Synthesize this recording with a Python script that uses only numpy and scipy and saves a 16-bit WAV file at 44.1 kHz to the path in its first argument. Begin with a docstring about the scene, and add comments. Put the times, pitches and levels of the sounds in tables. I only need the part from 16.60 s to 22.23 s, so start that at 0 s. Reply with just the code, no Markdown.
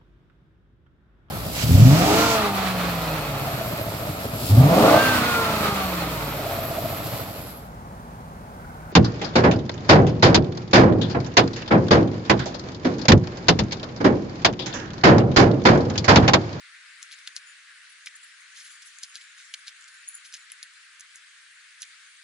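"""On fine gravel, close to a small camera, a jay pecks seeds. Its beak clicks on stones and husks, made of
snaps, short damped rings and rough cracks, while swarms of tiny grains make the loose grit crunch.
Small birds in the trees give thin high whistles, made of sines, with a hazy, fluttering echo of noise bands.
Far traffic roars dully over a soft rustle, both shaped noise. The camera adds hiss and cuts bass and top."""
import sys
import numpy as np
from scipy import signal
from scipy.fft import rfft, irfft, next_fast_len
from scipy.io import wavfile
from scipy.ndimage import uniform_filter1d

SR = 44100
rng = np.random.default_rng(int(sys.argv[2]) if len(sys.argv) > 2 else 0)


def pcm_store(signal):
    """Save signal as 16-bit PCM."""
    levels = np.round(np.clip(np.atleast_2d(signal), -1, 1) * 32767)
    wavfile.write(sys.argv[1], SR, levels.astype(np.int16).T)


N = 248283  # length in samples

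# Beak and stone contacts. Each row: start in seconds, peak level in dB before panning, ring pitch in Hz.
CONTACTS = [(.4178, -38, 2600), (.4287, -27.5, 7100), (.4288, -33, 5400), (.4291, -35, 3900),
            (.4306, -42, 9900), (.4338, -39, 6800), (.5131, -35, 3250), (.5185, -36, 4600),
            (.5257, -34, 2950), (.5385, -34.5, 3100), (.5407, -36, 2100), (.6649, -39, 2600),
            (.6673, -38, 2800), (.6744, -25, 4600), (.6754, -24.5, 3100), (.676, -25.5, 3700),
            (.6773, -31, 2200), (.6836, -39, 6000), (.7636, -35, 5500), (.7648, -23, 6900),
            (.7649, -19.5, 4770), (.7651, -28, 3200), (1.46, -33, 6000), (1.4612, -34, 4500),
            (1.4613, -35, 9900), (1.4704, -24.5, 2250), (1.4705, -35, 5500), (1.4729, -24.5, 2050),
            (1.473, -35, 5000), (2.003, -40, 4200), (2.3868, -31, 7340), (2.4331, -23.5, 6400),
            (2.4345, -24, 6200), (2.4349, -30, 3600), (2.437, -25, 5000), (2.4424, -32, 5200),
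            (2.5557, -24, 4800), (2.5561, -36, 10000), (2.5613, -31, 4000), (2.6135, -37, 3500),
            (2.9393, -21, 4200), (2.9393, -35, 9900), (2.9403, -21, 3100), (2.9407, -31, 5500),
            (2.9415, -27, 2400), (2.9442, -28, 4100), (3.072, -33, 4500), (3.0744, -35, 4200),
            (3.081, -25, 3800), (3.0808, -36, 9900), (3.0822, -34, 2300), (3.2103, -42, 7100),
            (3.2245, -39, 5570), (3.2422, -36.5, 7000), (3.657, -39, 3880), (3.7258, -35, 5260),
            (3.7263, -41, 10000), (3.7332, -35, 4480), (3.739, -31, 4070), (3.7403, -33, 6200),
            (3.7413, -28, 6300), (3.7418, -37, 2300), (3.7452, -30.5, 4950), (3.7455, -37, 2310),
            (3.7482, -34, 3120), (3.7541, -39, 2470), (3.7688, -40, 4800), (3.9016, -36.5, 3300),
            (3.919, -25, 10000), (3.9193, -32, 2800), (3.9195, -41, 6000), (4.0291, -25, 4870),
            (4.0292, -30, 6500), (4.0296, -33, 9800), (4.0345, -37, 4400), (4.0348, -35, 10100),
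            (4.0407, -41, 3350), (4.1366, -44, 7060), (4.3968, -37, 6000), (4.3969, -37, 9900),
            (4.4085, -32.5, 6600), (4.4085, -35, 9800), (4.41, -38, 6300), (4.5466, -45, 9500),
            (4.5582, -31, 7000), (4.5581, -33, 9400), (4.568, -42, 6600), (5.2199, -25, 6400),
            (5.2207, -29, 9900), (5.2211, -30, 4540), (5.2223, -34, 6300), (5.2292, -28.5, 3900),
            (5.2296, -31, 6700), (5.2302, -32, 3000), (5.2303, -33, 9900), (5.2341, -36, 3800),
            (5.2526, -43, 6800)]


def amp(db):
    """Turn decibels into a plain gain."""
    return 10 ** (np.asarray(db) / 20)


def unit(x):
    """Scale x to an average (rms) level of 1."""
    return x / np.sqrt(np.mean(x ** 2) + 1e-20)


def along(points, hz):
    """Read a curve of (Hz, value) points at any frequency, on a log pitch axis."""
    f, v = np.transpose(points)
    return np.interp(np.log(hz + 1), np.log(f + 1), v)


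def curves(rows):
    """Draw each column after the time as a curve with one value per sample."""
    seconds, *columns = np.transpose(rows)
    return [np.interp(np.arange(N) / SR, seconds, column) for column in columns]


def filtered(x, response):
    """Multiply the spectrum of x by a response, given as a function of frequency in Hz."""
    m = next_fast_len(x.shape[-1] + 8192)  # spare room for the filter's tail
    spectrum = rfft(x, m) * response(np.fft.rfftfreq(m, 1 / SR))
    return irfft(spectrum, m)[..., :x.shape[-1]]


def add(track, s, x):
    """Mix x into the track from time s in seconds."""
    start = round(s * SR)
    track[..., start:start + x.shape[-1]] += x


def rush(spectrum, alike, patchy_db):
    """Stereo noise of rms 1, with patches of random gain over time and pitch."""
    noise = signal.stft(rng.standard_normal((2, N)), nperseg=512)[2]
    patches = rng.standard_normal(noise.shape[1:])
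    patches = uniform_filter1d(patches, size=6, axis=0)  # smooth across pitch
    patches = uniform_filter1d(patches, size=8, axis=1)  # smooth across time
    pair = signal.istft(noise * amp(patchy_db * unit(patches)), nperseg=512)[1][:, :N]

    def mid_side_gain(hz):
        # more side and less mid makes left and right less alike
        turn = np.arccos(np.clip(along(alike, hz), -1, 1)) / 2
        return amp(along(spectrum, hz)) * [np.cos(turn), np.sin(turn)]

    mid, side = filtered(pair, mid_side_gain)
    return unit(np.array([mid + side, mid - side]))


def scatter(x, t60, db):
    """Add a diffuse answer from the surroundings: fading noise, different at each sound inlet."""
    t = np.arange(SR // 4) / SR
    tail = rng.standard_normal((2, len(t))) * amp(-60 * t / t60)  # t60: seconds to fall by 60 dB
    answer = signal.fftconvolve(x, tail / np.linalg.norm(tail[0]), axes=1)[:, :N]
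    return x + amp(db) * answer


def late_left(x):
    """Delay the left inlet by 30 microseconds, so the right one hears central sounds first."""
    delay_s = np.array([[3e-5], [0]])
    return filtered(x, lambda hz: np.exp(-2j * np.pi * hz * delay_s))


def air():
    """Far traffic and a rustle of feathers and leaves: noise a little louder on the left, swelling and sinking."""
    # Each row: time in seconds, roar level in dB, rustle level in dB.
    air_levels = [(0.0, -43, -77), (0.19, -43.5, -66.5), (0.55, -43, -60), (1.02, -45, -71.5),
                  (1.3, -44.5, -65), (1.61, -45.5, -63), (1.98, -44.5, -64), (2.16, -44.5, -57),
                  (2.79, -45.5, -59.5), (3.06, -45, -62.5), (3.62, -45.5, -61), (4.06, -45.5, -65.5),
                  (4.94, -47, -67.5), (5.35, -45.5, -59.5), (5.63, -47.5, -65.5)]
    # Spectra of the roar and the rustle. Each row: pitch in Hz, noise level in dB per Hz.
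    roar_spectrum = [(500, 4.5), (1500, -1), (1750, -0.5), (2200, -3.5), (3000, -11.5), (4500, -13.5),
                     (8000, -33.5)]
    rustle_spectrum = [(1500, -15), (3000, 0), (5000, 0.4), (7500, 2.5), (11000, -4.5), (13000, -70)]
    # Each row: pitch in Hz, likeness of left and right in the roar (1 is identical).
    roar_likeness = [(600, 0.64), (1100, .75), (2500, 0.36), (5000, 0.16)]
    roar_db, rustle_db = curves(air_levels)
    roar = late_left(rush(roar_spectrum, roar_likeness, patchy_db=1.41))
    rustle = rush(rustle_spectrum, [(3000, 0.0082)], patchy_db=5.5)
    roar_gain = amp(roar_db + np.array([[1.1], [-1.1]]))
    rustle_gain = amp(rustle_db + np.array([[1.2], [-1.2]]))
    return roar_gain * roar + rustle_gain * rustle


def whistle(pitch_hz, length, peaky, lead):
    """A sine gliding from its start pitch through its lowest to its end, swelling and fading once."""
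    start_hz, low_hz, end_hz = pitch_hz
    u = np.linspace(0, 1, round(length * SR))  # progress through the note
    glide_hz = np.interp(u, [0, .2, .35, .7, 1], [start_hz, low_hz, low_hz, .96 * end_hz, end_hz])
    phase = 2 * np.pi * np.cumsum(glide_hz) / SR
    swell = np.abs(np.sin(np.pi * u)) ** peaky
    return swell * np.sin(phase + [[lead], [0]])  # the left phase leads


def whistles():
    """Chips that dip before sweeping steeply up, and short whistles: nearly level pips and fast upward sweeps."""
    # Each row: start in seconds, level in dB, lowest pitch in Hz, end pitch in Hz, length in seconds.
    dipping_chips = [(1.5505, -45, 6900, 10000, .018), (1.626, -46, 7200, 9950, .025),
                     (1.802, -54, 6800, 8700, .016)]
    # Nearly level pips near 7 kHz and fast upward sweeps to about 11 kHz.
    # Each row: start in seconds, level in dB, start pitch in Hz, end pitch in Hz, length in seconds,
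    # how far the left phase leads in radians.
    pips_and_sweeps = [(.866, -54, 7050, 6950, .011, 2.4), (3.4725, -41, 6750, 6900, .017, 2.6),
                       (3.479, -50, 9900, 10700, .008, 1), (3.4835, -30, 9000, 11000, .009, 2),
                       (3.4915, -45, 9300, 10800, .009, 1.2), (3.537, -42.5, 7000, 7000, .017, 2.6),
                       (3.546, -42, 9000, 11000, .009, 1.7), (3.549, -36, 9000, 11000, .009, 1.8)]
    track = np.zeros((2, N))
    for s, db, low_hz, end_hz, length in dipping_chips:
        add(track, s, amp(db) * whistle((1.15 * low_hz, low_hz, end_hz), length, peaky=.6, lead=2.7))
    for s, db, start_hz, end_hz, length, lead in pips_and_sweeps:
        add(track, s, amp(db) * whistle((start_hz, start_hz, end_hz), length, peaky=3.5, lead=lead))
    return track


def hazy_echo():
    """Hazy, fluttering echo of the whistles among the trees: a narrow and a wider band of noise."""
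    # Each row: start in seconds, lower band level in dB, lower band pitch in Hz, length in seconds,
    # upper band level against the lower in dB, how far the left phase leads in radians.
    echo_bands = [(0.86, -59.5, 7000, 0.079, -5, 1.4), (2.495, -61.5, 6700, 0.065, -14, 2.6),
                  (3.41, -61, 6900, 0.019, -14, 1.7), (3.465, -59.5, 6880, 0.07, 0, 1.4),
                  (3.531, -58.5, 7080, 0.055, 1.5, 1.3)]
    flutter_hz, flutter_depth = 114, .3
    lower_width_hz, upper_hz, upper_width_hz = 400, 9600, 2100
    track = np.zeros((2, N))
    for s, db, lower_hz, length, upper_db, lead in echo_bands:
        t = np.arange(round(length * SR)) / SR
        flutter = 1 - flutter_depth * np.cos(2 * np.pi * flutter_hz * t)
        swell = np.sin(np.pi * (t / length) ** .7) ** .6
        bands = [(db, lower_hz, lower_width_hz), (db + upper_db, upper_hz, upper_width_hz)]
        for level_db, mid_hz, width_hz in bands:
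            band = lambda hz: np.exp(-((hz - mid_hz) / width_hz * 2) ** 2 + 1j * np.array([[lead], [0]]))
            noise = filtered(rng.standard_normal(SR // 5), band)[:, :len(t)]
            add(track, s, amp(level_db) * unit(noise) * flutter * swell)
    return track


def songbirds():
    """Whistles and their hazy echo, placed aside by left-right phase, with a short tail from the trees."""
    return scatter(whistles() + hazy_echo(), t60=.15, db=-9)


def crunch(cycles=1.8, size_db=3, density_hz=6000):
    """Grit shifting under beak and feet: swarms of tiny grains, a few cycles each, scattered in pitch."""
    # Each row: time of the peak in seconds, level in dB before panning, grain pitch in Hz, fall in seconds.
    grit_swarms = [(.428, -54, 6900, .018), (.525, -48, 4200, .021), (.522, -57, 9700, .015),
                   (.589, -56, 7070, .0076), (.676, -45, 3300, .011), (.767, -48, 5600, .02),
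                   (1.462, -45.5, 5000, .006), (1.474, -45, 4000, .012), (1.976, -50, 5200, 0.039),
                   (2.011, -50, 4470, 0.019), (2.06, -52, 5120, 0.025), (2.05, -55, 9500, 0.094),
                   (2.117, -55, 9660, 0.038), (2.124, -59.5, 4680, 0.017), (2.224, -50, 5200, 0.012),
                   (2.266, -51.5, 9700, 0.02), (2.389, -55, 7100, .0044), (2.435, -46, 5000, .017),
                   (2.558, -46.5, 3900, .024), (2.562, -56, 9800, .012), (2.615, -51.5, 3830, .011),
                   (2.792, -52.5, 3440, .038), (2.943, -41, 4200, .005), (3.078, -46, 3800, .021),
                   (3.211, -55, 7000, .0054), (3.282, -54, 6450, .0096), (3.654, -50, 4800, .017),
                   (3.743, -45.5, 4940, .016), (3.767, -50.5, 5000, .0088), (3.903, -53.5, 3300, .009),
                   (3.924, -52, 2900, .007), (3.926, -55, 9500, .014), (4.03, -52, 5500, .0046),
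                   (4.157, -54, 3000, .0026), (4.404, -53, 6600, .011), (4.56, -55.5, 7000, .02),
                   (5.213, -51, 6130, .013), (5.224, -45, 5500, .005), (5.233, -47, 5000, .009)]
    rise_share = .62  # rise time over fall time
    spread_hz = 3200  # pitch spread in octaves is this over the grain pitch: fine grit is more even
    track, t = np.zeros((2, N)), np.arange(96) / SR
    for s, db, hz, fall in grit_swarms:
        rise = rise_share * fall
        when, side = rng.random((900, 2)).T
        pitch, size = rng.standard_normal((900, 2)).T
        at = when * len(when) / density_hz - 2 * rise  # seconds from the peak
        swell = np.exp(-np.where(at < 0, -at / rise, at / fall) ** 2.4)
        grain_hz = np.clip(hz * 2 ** (spread_hz / hz * pitch), 1500, 10400)[:, None]
        life = t * grain_hz / cycles
        grains = np.sin(2 * np.pi * grain_hz * t) * life * np.exp(-2 * life)
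        # short high grains are struck harder, so every pitch carries like energy
        grains = grains * np.sqrt(grain_hz / hz)
        # even out the swarm to rms 1 before its gains
        grains = grains / np.sqrt(density_hz / SR * np.mean(np.sum(grains ** 2, axis=1)))
        gain = amp(db + size_db * np.clip(size, -2, 2)) * swell
        first = np.round((s + at) * SR).astype(int)
        index = (first[:, None] + np.arange(len(t))).ravel()
        # each grain leans to one side by chance
        for ear, turn in enumerate((side, 1 - side)):
            placed = grains * (gain * (0.41 + turn))[:, None]
            track[ear] += np.bincount(index, placed.ravel(), N + SR)[:N]
    return track


def rattles():
    """Each struck stone rattles on: a softer, longer contact soon after, at a slightly different pitch."""
    delay_s, level_db, scatter_octaves, times_longer = .001, -13, .2, 2.2  # the delay varies by chance
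    luck = rng.standard_normal((len(CONTACTS), 2))
    rows = []
    for (s, db, hz), (late, pitch) in zip(CONTACTS, luck):
        rattle_s = s + delay_s * np.exp(0.33 * late)
        rattle_hz = min(hz * 2 ** (scatter_octaves * pitch), 10000)
        rows.append((rattle_s, db + level_db, rattle_hz, times_longer))
    return rows


def clicks():
    """Each contact is a brief snap, a few damped cycles of stone or husk, and a rough crack of noise."""
    ring_s, ring_slope = 0.0031, 0.35  # seconds to fall 60 dB at 4.5 kHz, how fast it shortens with pitch
    snap_level, crack_level = 0.55, 0.55  # against the ring
    track, t = np.zeros(N), np.arange(600) / SR
    for s, db, hz, longer in [(*contact, 1) for contact in CONTACTS] + rattles():
        t60 = longer * ring_s * (4500 / hz) ** ring_slope
        near_pitch = lambda f: np.exp(-np.log2((f + 1) / hz) ** 2 / .5)
        crack = unit(filtered(rng.standard_normal(len(t)), near_pitch))
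        fade = amp(-60 * t / t60) * (1 - np.exp(-t * hz / 0.72))  # builds up within about a cycle
        ring = (np.sin(2 * np.pi * hz * t) + crack_level * crack) * fade
        snap = np.sin(2 * np.pi * 1.15 * hz * t) * 2.1 * np.exp(-t * hz / .45)
        sound = ring + snap_level * snap
        add(track, s, amp(db) * sound / np.abs(sound).max())
    return track


def jay():
    """Clicks and crunches move from left of centre to the right; rough ground and kerb scatter them quickly."""
    # Each row: time in seconds, left level over right in dB.
    left_over_right = [(0, 4.5), (1.5, 1.4), (3, 1.5), (4, 1), (5.63, -3.5)]
    pan_db = curves(left_over_right)[0]
    near = (clicks() + crunch()) * amp([pan_db / 2, -pan_db / 2])
    return scatter(late_left(near), t60=0.035, db=-11)


def scene():
    """Everything that reaches the camera."""
    return air() + songbirds() + jay()


def record(dry):
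    """The inlets colour the sound, the amplifiers add largely separate hiss, and the camera cuts bass and top."""
    # Colour of the sound inlets. Each row: pitch in Hz, gain in dB.
    inlet_colour = [(7300, 0), (8300, -7), (9100, -6), (10100, 4)]
    # Spectrum of the hiss. Each row: pitch in Hz, noise level in dB per Hz.
    hiss_spectrum = [(1000, -1.5), (3000, 7.5), (5000, -2.5), (7500, 0.5), (11000, -3), (13000, -69.5)]
    # Response of the camera's microphone. Each row: pitch in Hz, gain in dB.
    mic_response = [(300, -61.5), (620, -54.5), (720, -43.5), (800, -38), (1150, -15), (1550, -1),
                    (2000, -1), (10300, 4.5), (10450, -15.5), (10700, -42), (11300, -59)]
    top_hz = 11500  # nothing passes from here up
    heard = filtered(dry, lambda hz: amp(along(inlet_colour, hz)))
    hiss = amp(-59.5) * rush(hiss_spectrum, [(3000, 0.22)], patchy_db=2.0)
    return filtered(heard + hiss, lambda hz: amp(along(mic_response, hz)) * (hz < top_hz))


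dry = scene()
out = record(dry)
pcm_store(out)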